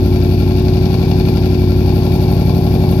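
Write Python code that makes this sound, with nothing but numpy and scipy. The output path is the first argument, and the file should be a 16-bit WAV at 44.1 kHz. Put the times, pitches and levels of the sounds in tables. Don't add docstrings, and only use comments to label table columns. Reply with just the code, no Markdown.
import sys
import numpy as np
from scipy import signal
from scipy.fft import rfft, irfft
from scipy.io import wavfile
from scipy.ndimage import uniform_filter1d, minimum_filter1d

SR = 44100
rng = np.random.default_rng(int(sys.argv[2]) if len(sys.argv) > 2 else 0)


def file_out(sig):
    cols = np.atleast_2d(sig).T
    lim = np.clip(cols, -1, 1)
    pcm = np.round(lim * 32767).astype(np.int16)
    wavfile.write(sys.argv[1], SR, pcm)


N = 132300

# (time [s], speed [rpm])
IDLE_RPM = [(0.0, 1373.1), (0.2, 1372.1), (0.75, 1385.5), (1.0, 1401.4), (1.35, 1392.0), (1.68, 1372.0),
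            (2.0, 1390.4), (2.25, 1394.6), (2.45, 1408.0), (2.75, 1396.7), (3.0, 1387.2)]
# (early arrival [s], strength [dB])
FIRING_PULSES = [(-0.0004, -6.2), (0.0011, -3.7), (0.007, -2.3), (-0.0, 1.6), (0.0082, -3.2),
                 (0.0074, -4.9), (0.0008, 1.6), (0.0069, -10.6)]
# (centre [Hz], width [Hz])
PIPE_MODES = [(70, 10), (83.1, 8.1), (120.5, 125), (203, 149), (368.4, 135)]
# multiples of the cycle rate, from the second up (base level [dB])
ORDER_LEVELS = [-54, -60, -38, -21, -26, -28, -15.5, -53, -22.5, -26.5, -23.5, -28, -27, -20.5, -31, -43,
                -35.5, -31.5, -23.5, -42, -36.5, -38, -25, -53, -38, -37.5, -57, -29, -39, -41.5, -21.5,
                -51.5, -45.5, -49.5, -41.5, -42, -43.5, -41.5, -49, -45.5, -52, -54.5, -56, -44.5, -49, -58,
                -53, -50.5, -47.5, -48, -43, -50.5, -58.5, -57, -77, -56.5, -51, -46, -44, -44.5, -46.5,
                -60, -56.5, -54, -45, -49.5, -52.5, -47.5, -42, -52, -46.5, -55.5, -51, -52, -58, -59, -59,
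                -58.5]
REGISTER_EDGES = [110, 210, 430]
# (time [s], deep boom [dB], middle boom [dB], drone [dB], rasp [dB], ticks [dB], hiss [dB])
SWELLS = [(0, 1.4, -2.6, 0.6, -1, -1.5, 0.5), (.65, 0.1, -1, .8, -1, -0.5, -2.5),
          (.95, -1.5, 1.3, -1.5, 0.8, 0.6, -0.5), (1.3, -1, 0.8, .7, 1, 0.5, -.5),
          (1.7, 1.3, -1.6, .3, -2.5, -1, -2.5), (2.05, -1, 0, -0.5, 2.1, 0, 1.5),
          (2.5, -1, 2, -2, 1.5, -.7, 1), (3, -1, 1.6, -0.5, 2.6, -0.9, 1.4)]
# (place in the cycle [0-1], relative level [dB])
GAS_PUFFS = [(.015, -3.5), (.185, -1.5), (.31, 0), (.39, -3.5), (.515, -13.5), (.705, -3.5), (.835, 3),
             (.92, -6)]
# (frequency [Hz], level [dB/Hz])
RASP_SPECTRUM = [(20, -70), (45, -47), (130, -47.5), (250, -55), (400, -58.5), (500, -63.5), (620, -59.5),
                 (830, -61), (980, -66.5), (1080, -67), (1250, -83), (2000, -98.5)]
# (frequency [Hz], left minus right [dB], left lead [rad])
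EXHAUST_IMAGE = [(60, 1.5, 0.16), (110, 0.7, 0.32), (200, 1, .42), (380, 1.5, 0.56), (700, 2.5, 1.05),
                 (1300, 5.5, 1.14)]
# (place in the cycle [0-1], relative level [dB])
VALVE_TICKS = [(.045, -6), (.17, -6.5), (.305, -2.5), (.425, -0.5), (.545, -2), (.66, -1.5), (.805, 2.5),
               (.915, -2.5)]
# (frequency [Hz], left [dB/Hz], right [dB/Hz])
TICK_SPECTRUM = [(700, -68, -86), (1280, -79.5, -81.5), (1550, -69, -75.5), (2030, -75.5, -80.5),
                 (2327, -66, -72.5), (2744, -70.5, -79.5), (3120, -74, -86), (3520, -65.5, -82.5),
                 (4020, -68.5, -91), (4450, -65.5, -97), (5240, -69, -100), (6550, -80, -100),
                 (8500, -93.5, -102), (15000, -105, -105)]
# (centre [Hz], width [Hz], added gain [dB])
COVER_MODES = [(2310, 26, 2), (2503, 50, -0.5), (2788, 23, 5.5), (4525, 90, 1)]
# (frequency [Hz], left [dB/Hz], right [dB/Hz])
HISS_SPECTRUM = [(5970, -100, -106), (8450, -93, -100), (10030, -85, -89), (11800, -73.5, -87),
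                 (13000, -75, -85), (14200, -86.5, -87), (15700, -96, -90)]


def exhaust_boom(t, cycle, cycle_hz, first_firing=.925, diffuse_hz=400):
    early_s, strength_db = np.array(FIRING_PULSES).T
    firings = first_firing + np.arange(len(early_s)) / len(early_s) - early_s * cycle_hz
    boom = 0
    for order, base_db in enumerate(ORDER_LEVELS, 2):
        f = order * cycle_hz
        pulses = np.sum(amp(strength_db) * np.exp(-2j * np.pi * order * firings))
        pipes = np.prod([resonance(f, hz, width) for hz, width in PIPE_MODES])
        phase = np.angle(pulses * pipes)
        phase += (f > diffuse_hz) * rng.uniform(0, 2 * np.pi)
        looseness = (f / 480) ** 1.33
        tone = np.cos(2 * np.pi * order * cycle + phase + looseness * .25 * drift(9))
        swell_db = curve(SWELLS, t, column=1 + np.searchsorted(REGISTER_EDGES, f))
        wander_db = looseness * 1.4 * drift(7.006)
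        boom = boom + amp(base_db + swell_db + wander_db) * tone
    return np.sqrt(2) * boom * amp(.2 * drift(92))


def tailpipe_rasp(t, cycle, f):
    envelope = bursts(cycle, GAS_PUFFS, attack_cycles=.015, decay_cycles=.057, scatter_db=.6, floor=.32)
    puffs = rng.standard_normal(N) * envelope
    return irfft(rfft(puffs) * colour(RASP_SPECTRUM, f), N) * amp(curve(SWELLS, t, column=4))


def exhaust_at_microphones(exhaust, f):
    balance_db, lead_rad = curve(EXHAUST_IMAGE, f, column=1), curve(EXHAUST_IMAGE, f, column=2)
    left = amp(balance_db / 2) * np.exp(.5j * lead_rad)
    return irfft(rfft(exhaust) * np.array([left, 1 / left]), N)


def valve_gear(t, cycle, f):
    envelope = bursts(cycle, VALVE_TICKS, attack_cycles=.035, decay_cycles=.08,
                      scatter_db=1.44, floor=.37)
    ticks = rng.standard_normal((2, N)) * envelope
    covers = 1 + sum(amp(db) * resonance(f, hz, width) for hz, width, db in COVER_MODES)
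    sides = np.array([colour(TICK_SPECTRUM, f, column) for column in (1, 2)])
    return irfft(rfft(ticks) * covers * sides, N) * amp(curve(SWELLS, t, column=5))


def panel_ring(t, cycle, ring_hz=1377, place=.52, left_db=-47, right_db=-57):
    shake = bursts(cycle, [(place, 0)], attack_cycles=.14, decay_cycles=.23, scatter_db=2.5, floor=.15)
    ring = unit_rms(shake * np.sin(2 * np.pi * ring_hz * t + .89 * drift(70)))
    return ring * amp([[left_db], [right_db]])


def engine_hiss(t, cycle, f, peak_place=.69, pulse_db=2, flutter_db=1.8):
    db = curve(SWELLS, t, column=6) + pulse_db * np.cos(2 * np.pi * (cycle - peak_place))
    db += flutter_db * drift(300)
    sides = np.array([colour(HISS_SPECTRUM, f, column) for column in (1, 2)])
    return irfft(rfft(rng.standard_normal((2, N))) * sides, N) * amp(db)


def bursts(cycle, blows, attack_cycles, decay_cycles, scatter_db, floor):
    power = floor ** 2
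    for place, db in blows:
        count, age = np.divmod(cycle - place + 2, 1)
        strength = amp(db + scatter_db * rng.standard_normal(64))[count.astype(int)]
        blow = strength * np.minimum(age / attack_cycles, 1) * np.exp(-age / decay_cycles)
        power = power + blow ** 2
    return unit_rms(np.sqrt(power))


def drift(rate_hz):
    hold = max(int(SR / rate_hz), 1)
    steps = np.repeat(rng.standard_normal(N // hold + 1), hold)
    return 1.41 * uniform_filter1d(uniform_filter1d(steps, hold), hold)[:N]


def resonance(f, hz, width):
    return 1j * f * width / (hz ** 2 - f ** 2 + 1j * f * width)


def colour(table, f, column=1):
    rows = np.array(table, float)
    return amp(np.interp(np.log(f + 1), np.log(rows[:, 0]), rows[:, column])) * np.sqrt(SR / 2)


def curve(table, at, column=1):
    rows = np.array(table, float)
    return np.interp(at, rows[:, 0], rows[:, column])


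def amp(db):
    return 10 ** (np.asarray(db) / 20)


def unit_rms(x):
    return x / np.sqrt(np.mean(x ** 2))


def scene():
    t, f = np.arange(N) / SR, np.arange(N // 2 + 1) * SR / N
    cycle_hz = curve(IDLE_RPM, t) / 120
    cycle = np.cumsum(cycle_hz) / SR
    exhaust = exhaust_boom(t, cycle, cycle_hz.mean()) + tailpipe_rasp(t, cycle, f)
    return (exhaust_at_microphones(exhaust, f) + valve_gear(t, cycle, f)
            + panel_ring(t, cycle) + engine_hiss(t, cycle, f))


def record(dry, ceiling=.9, top_hz=15600):
    allowed_gain = np.minimum(1, ceiling / np.abs(dry).max(axis=0))
    held_gain = minimum_filter1d(allowed_gain, size=400)
    gain = uniform_filter1d(uniform_filter1d(held_gain, size=200), size=200)
    lowpass = signal.ellip(10, .1, 80, top_hz, fs=SR, output="sos")
    return signal.sosfilt(lowpass, dry * gain)


dry = scene()
out = record(dry)
file_out(out)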